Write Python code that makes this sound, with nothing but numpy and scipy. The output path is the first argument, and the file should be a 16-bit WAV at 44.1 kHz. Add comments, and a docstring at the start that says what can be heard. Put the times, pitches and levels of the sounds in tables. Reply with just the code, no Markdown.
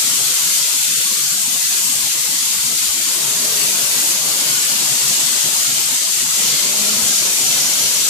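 """A spray gun blows plaster at a concrete ceiling in a bare, echoing hall. From the start a
bright air jet hisses and a pump further off rumbles, with soft low thumps here and there;
the bass has a watery, compression-like flicker. At 3 s and again at 6.3 s the pump takes a
slow stroke: the rumble swells and a hum joins it. From 6.4 s the nozzle whistles in bursts."""
import sys
import numpy as np
from scipy import signal
from scipy.fft import rfft, irfft, next_fast_len
from scipy.io import wavfile
from scipy.ndimage import uniform_filter1d

SR = 44100
rng = np.random.default_rng(int(sys.argv[2]) if len(sys.argv) > 2 else 0)


def generate_wav(signal):
    """Clip the signal to [-1, 1] and save it as 16-bit WAV at the path in sys.argv[1]."""
    frames = np.transpose(np.atleast_2d(signal))
    scaled = np.clip(frames, -1, 1) * 32767
    pcm = np.round(scaled).astype(np.int16)
    wavfile.write(sys.argv[1], SR, pcm)


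N = 356769


def gain_of(db):
    return 10 ** (np.asarray(db) / 20)


def unit_rms(x):
    return x / np.sqrt(np.mean(x ** 2) + 1e-20)


def at_hz(points, hz):
    """Curve value at hz, interpolated in log frequency."""
    freq_hz, value = np.transpose(points)
    return np.interp(np.log(hz + 1), np.log(freq_hz + 1), value)


def at_time(rows, t):
    """Each value column, interpolated at times t."""
    time_s, *values = np.transpose(rows)
    return [np.interp(t, time_s, column) for column in values]


def patches(shape, frames, bins=1):
    """Smooth random field over frequency and time, rms 1."""
    field = uniform_filter1d(rng.standard_normal(shape), bins, axis=-2)
    return unit_rms(uniform_filter1d(field, frames, axis=-1))


def stft_grid(size):
    """Bin frequencies and frame times."""
    hop = size // 4
    return np.fft.rfftfreq(size, 1 / SR), np.arange(N // hop + 5) * hop / SR


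def burst(t, start_s, length_s, rise_s, fade_db_per_s):
    """Gain: linear rise, hold until start_s + length_s, exponential fade."""
    fade_db = -fade_db_per_s * np.maximum(t - start_s - length_s, 0)
    return np.clip((t - start_s) / rise_s, 0, 1) * gain_of(fade_db)


def noise_pair(field_db, hz):
    """Partly coherent stereo noise, shaped over frequency and time."""
    # left-right likeness: freq_hz, correlation
    coherence = [(60, 0.96), (180, 0.75), (550, 0.11), (1650, 0.074), (4970, 0.0038), (15000, -0.1)]
    same = at_hz(coherence, hz)[:, None]
    a, b, c, d = rng.standard_normal((4,) + field_db.shape[-2:])
    left = a + 1j * b
    right = same * left + np.sqrt(1 - same ** 2) * (c + 1j * d)
    spectra = np.array([left, right]) * gain_of(field_db)
    size = 2 * len(hz) - 2
    return signal.istft(spectra, nperseg=size, noverlap=size * 3 // 4)[1][:, :N]


def fuzzy_tone(hz, width_hz, coherence, steady):
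    """Stereo carrier times slow complex noise, rms 1; steady (0-1) flattens its swings."""
    step = 16
    count = N // step + 1
    pole = np.exp(-np.pi * width_hz * step / SR)
    white = rng.standard_normal((3, count)) + 1j * rng.standard_normal((3, count))
    slow = signal.lfilter([1], [1, -2 * pole, pole * pole], white)
    slow = np.sqrt(coherence) * slow[0] + np.sqrt(1 - coherence) * slow[1:]
    slow /= abs(slow) ** steady
    envelope = np.array([np.interp(np.arange(N) / step, np.arange(count), side) for side in slow])
    carrier = np.exp(2j * np.pi * hz * np.arange(N) / SR)
    return unit_rms((envelope * carrier).real)


def jet():
    """Turbulent air and plaster: hiss whose nozzle band and treble vary separately."""
    # jet over time: time_s, flow_db, nozzle_db, treble_db
    flow = [(0.0, -26, 7, 2), (0.02, -26.5, 8, 3.5), (1.04, -25, 4, 1.5), (1.42, -29, 11, 4.5),
            (1.73, -25.5, 3.5, 2), (1.8, -29, 13.5, 6), (2.03, -27, 5.5, 2.5), (3.38, -26, 4.5, 1.5),
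            (3.56, -23.5, -0.5, 1), (3.6, -24.5, 3, 2), (4.12, -26.5, 7.5, 4.5), (4.15, -24, 0.5, -1),
            (4.24, -27, 6, 2.5), (4.44, -23, -0.5, -0.5), (4.98, -26, 9, 1.5), (5.11, -24.5, 5, 0.5),
            (6.26, -27, 7.5, 1.5), (6.47, -22.5, 1, -1.5), (6.65, -24, 3, -1), (7.12, -24.5, 5.5, 0),
            (7.44, -25.5, 5.5, 1.5), (7.5, -22, -2, -1.5), (8.09, -24, 2, 0)]
    # hiss spectrum: freq_hz, density_db
    colour = [(500, -73), (850, -61), (1350, -14), (1830, -14), (2040, -9.5), (2240, -10), (2810, -6.5),
              (3250, -5), (3620, -5), (3910, -4.5), (4400, -2.5), (5310, -3.5), (6000, -2), (6650, 0.5),
              (7050, 0.5), (7500, -0.5), (8300, -2.5), (9500, -5), (13800, -8), (14400, -8.5)]
    # weight of nozzle_db: freq_hz, share
    nozzle_share = [(4500, 0.22), (6500, 0.48), (8500, 0.53), (10000, 0.058)]
    # weight of treble_db: freq_hz, share
    treble_share = [(8000, 0.084), (10500, 0.89)]
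    # echo ridges: freq_hz, depth_rms_db
    ridges = [(1000, 5.5), (3000, 3), (6000, 3), (12000, 2)]
    hz, t = stft_grid(1024)
    _, nozzle_db, treble_db = at_time(flow, t)
    field_db = at_hz(colour, hz)[:, None] + np.zeros((2, 1, len(t)))
    field_db += at_hz(nozzle_share, hz)[:, None] * (nozzle_db - nozzle_db.mean())
    field_db += at_hz(treble_share, hz)[:, None] * (treble_db - treble_db.mean())
    # random ridges stand for ceiling and beam echoes, drifting as the gun moves
    field_db += at_hz(ridges, hz)[:, None] * patches(field_db.shape, frames=20)
    field_db += .5 * patches(field_db.shape, frames=16, bins=12)
    field_db += .36 * patches((1, len(t)), frames=7)  # flutter from plaster lumps
    level_db = 10.5 + at_time(flow, np.arange(N) / SR)[0]
    return gain_of(level_db) * unit_rms(noise_pair(field_db, hz))


def pump_load_db(t):
    """Drive over idle: idling and strokes summed in power."""
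    # pump strokes: start_s, length_s, drive_db
    strokes = [(-.5, 0.48, -41.5), (3.0, 2.14, -36), (6.299, 1.6, -35)]
    idle_db = -40.5
    power = sum((gain_of(db - idle_db) * burst(t, start_s, length_s, rise_s=.16, fade_db_per_s=8.5)) ** 2
                for start_s, length_s, db in strokes)
    return 10 * np.log10(1 + power)


def spectral_holes_db(hz, t):
    """Brief watery holes in the low sound, as from audio compression."""
    # holes: centre_s, length_s, centre_hz, width_oct
    holes = [(.76, .07, 90, 1.4), (.8, .05, 400, .6), (.94, .1, 700, .5), (1.11, .09, 90, 1.4),
             (1.14, .07, 720, .5), (1.3, .07, 440, .4), (1.66, .07, 560, 1.1), (1.82, .12, 85, 1.3),
             (1.84, .12, 780, .25), (1.91, .06, 430, .7), (2.39, .04, 320, .9), (4.03, .08, 95, 1.3),
             (5.56, .06, 100, 1.5)]
    depth_db, total_db = -28, 0
    for centre_s, length_s, centre_hz, width_oct in holes:
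        off_time = 2 * (t - centre_s) / length_s
        off_pitch = 2 * np.log2((hz + 1) / centre_hz) / width_oct
        total_db += depth_db * np.exp(-off_time ** 4 - off_pitch ** 4)
    return total_db


def pump():
    """Low drones and a rumble that swells under load, with compression-like flicker in the bass."""
    # rumble spectrum: freq_hz, density_db
    colour = [(25, -53), (60, -38), (100, -12.5), (140, 11.5), (185, -0.5), (260, 6.5), (300, -2.5),
              (345, 0.5), (430, -4.5), (500, -4.5), (620, -2), (800, -1.5), (1200, 2.5), (1900, -16.5)]
    # warble within bands: freq_hz, scale_db
    warble_scale = [(40, 10), (90, 7), (200, 8), (400, 13), (800, 13), (1500, 10)]
    # flicker of the whole bass: freq_hz, scale_db
    flicker_scale = [(40, 11), (100, 9), (160, 4), (250, 2), (600, 1)]
    # rise with load: freq_hz, db_per_load_db
    load_slope = [(100, 1.15), (200, 1.4), (300, 1.8), (500, 2.64), (700, 2.11), (1200, 1.58)]
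    # drones at hall resonances: pitch_hz, width_hz, level_db
    hall_modes = [(141.1, 10, -54), (204.7, 20, -51.5), (276.5, 19, -68)]
    idle_rms_db = -40.5
    hz, frame_s = stft_grid(2048)
    load_db = pump_load_db(frame_s)
    # watery, compression-like warble in the low noise, deeper when it is quiet
    warble_depth = np.clip(1.5 - .14 * load_db, .45, 1.5)
    grain = patches((len(hz), len(frame_s)), frames=4, bins=4)
    warble = warble_depth * np.tanh(2 * (grain + 1.2 - .75 * warble_depth))
    flicker = np.sqrt(warble_depth) * np.minimum(patches((1, len(frame_s)), frames=4), .6)
    idle_db = at_hz(colour, hz)[:, None] + at_hz(warble_scale, hz)[:, None] * warble
    idle_db += at_hz(flicker_scale, hz)[:, None] * flicker + spectral_holes_db(hz[:, None], frame_s)
    loaded_db = idle_db + at_hz(load_slope, hz)[:, None] * load_db
    load_gain = np.sqrt(np.mean(gain_of(loaded_db) ** 2) / np.mean(gain_of(idle_db) ** 2))
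    rumble = gain_of(idle_rms_db) * load_gain * unit_rms(noise_pair(loaded_db, hz))

    t, drones = np.arange(N) / SR, 0
    wavers = gain_of(4.5 * patches((len(hall_modes), 1, N), frames=3500))
    for waver, (pitch_hz, width_hz, level_db) in zip(wavers, hall_modes):
        flicker_db = at_hz(flicker_scale, pitch_hz) * flicker[0] + spectral_holes_db(pitch_hz, frame_s)
        gain = waver * gain_of(level_db + np.interp(t, frame_s, flicker_db))
        drones += gain * fuzzy_tone(pitch_hz, width_hz, coherence=.68, steady=.2)
    return rumble + drones


def thumps():
    """Soft low pushes, centred: a few clear ones among faint random ones."""
    # clear thumps: time_s, envelope_peak_db, pitch_hz
    clear_thumps = [(0.983, -46, 87), (1.88, -51, 83.4), (2.029, -43, 70.0), (2.578, -46, 86.1),
                    (2.881, -41, 78.1), (5.592, -44, 107), (5.784, -44, 108), (7.022, -35, 95)]
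    width_s = .0141
    faint_per_s, faint_db, faint_hz = 2.4, -66, 85
    t = np.arange(6 * width_s * SR) / SR
    swell = np.exp(-(t / width_s - 3) ** 2)
    faint = (rng.random(N) < faint_per_s / SR) * gain_of(faint_db + 7.9 * rng.standard_normal(N))
    out = signal.oaconvolve(faint, swell * np.sin(2 * np.pi * faint_hz * t))[:N]
    for time_s, peak_db, pitch_hz in clear_thumps:
        at = round((time_s - 2 * width_s) * SR)
        out[at:at + len(t)] += gain_of(peak_db) * swell * np.sin(2 * np.pi * pitch_hz * t)
    return out


def hum():
    """The pump takes load and spins up to pitch; overtones crest before the fundamental."""
    # hums: start_s, length_s, first_hz, last_hz, partial1_db, partial2_db, partial3_db
    hums = [(3.25, 0.75, 208, 209, -46, -43, -50), (6.6, .62, 196, 213, -35.5, -46, -44)]
    # crest time of partials 1-3: share_of_length
    crests = [.55, .42, .33]
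    # phase drift of partials 1-3: scale_rad
    blur_rad = [.5, 1.3, 1.8]
    spin_up_s, taper_db = .17, -16
    t, out = np.arange(N) / SR, np.zeros((2, N))
    wander = .015 * uniform_filter1d(patches((1, N), frames=900)[0], 300)
    wobble = 1 + .28 * uniform_filter1d(patches((3, 2, 1, N), frames=1100)[:, :, 0], 300)
    drift = uniform_filter1d(patches((3, 1, N), frames=1300)[:, 0], 400)
    for start_s, length_s, first_hz, last_hz, *partials_db in hums:
        on = (t > start_s - length_s / 2) & (t < start_s + 1.5 * length_s)
        age_s = t[on] - start_s
        pitch_hz = last_hz + (first_hz - last_hz) * np.exp(-(np.maximum(age_s, 0) / spin_up_s) ** 2)
        phase = 2 * np.pi * np.cumsum(pitch_hz * (1 + wander[on])) / SR
        for k, crest_db in enumerate(partials_db):
            level_db = crest_db + taper_db * (2 * (age_s / length_s - crests[k])) ** 2
            amplitude = np.sqrt(2) * gain_of(level_db) * wobble[k][:, on] ** (k + 1)
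            out[:, on] += amplitude * np.sin((k + 1) * phase + blur_rad[k] * drift[k][on])
    return out


def whistle():
    """Nozzle edge tones that rise, flutter and fade together."""
    # whistle bursts: start_s, length_s, gain_db
    bursts = [(6.4, .12, -39), (7.02, .18, -36), (7.23, .19, -38), (7.43, .12, -34.5), (7.57, .16, -34.5),
              (7.77, .15, -36), (7.94, .2, -36)]
    # edge tones: pitch_hz, width_hz, relative_db, left_over_right_db
    edge_tones = [(5420, 200, 3.5, 1), (5955, 85, 8.5, -1), (7030, 220, 7.5, -2), (11550, 120, -5, 0)]
    t, tones = np.arange(N) / SR, 0
    envelope = sum(gain_of(db) * burst(t, start_s, length_s, rise_s=.04, fade_db_per_s=152)
                   for start_s, length_s, db in bursts)
    flutter = gain_of(patches((1, N), frames=1700)[0])  # 1 dB rms
    for pitch_hz, width_hz, db, balance_db in edge_tones:
        gains = gain_of([[db + balance_db / 2], [db - balance_db / 2]])
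        tones += gains * fuzzy_tone(pitch_hz, width_hz, coherence=.06, steady=.45)
    return envelope * flutter * tones


def scene():
    """Spray gun and pump, summed in stereo."""
    return jet() + whistle() + pump() + hum() + thumps()


def record(dry):
    """Two microphone ports of unequal colour, peak clipping, then a low-pass."""
    # port balance: freq_hz, left_over_right_db
    balance = [(130, 2), (270, 3), (500, 0), (1000, 6.5), (2000, 1.5), (3300, 3), (4600, 1.5), (5800, 2),
               (6700, -0.5), (7300, 3), (7900, 7.5), (9000, 7), (11000, 5.5), (14000, 4.5)]
    clip_level, cutoff_hz = .93, 14520
    size = next_fast_len(N)
    left_db = at_hz(balance, np.fft.rfftfreq(size, 1 / SR)) / 2
    ports = irfft(rfft(dry, size) * gain_of([left_db, -left_db]), size)[:, :N]
    lowpass = signal.firwin(1537, cutoff_hz, window=("kaiser", 8), fs=SR)
    return signal.oaconvolve(np.clip(ports, -clip_level, clip_level), lowpass[None], "same")


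dry = scene()
out = record(dry)
generate_wav(out)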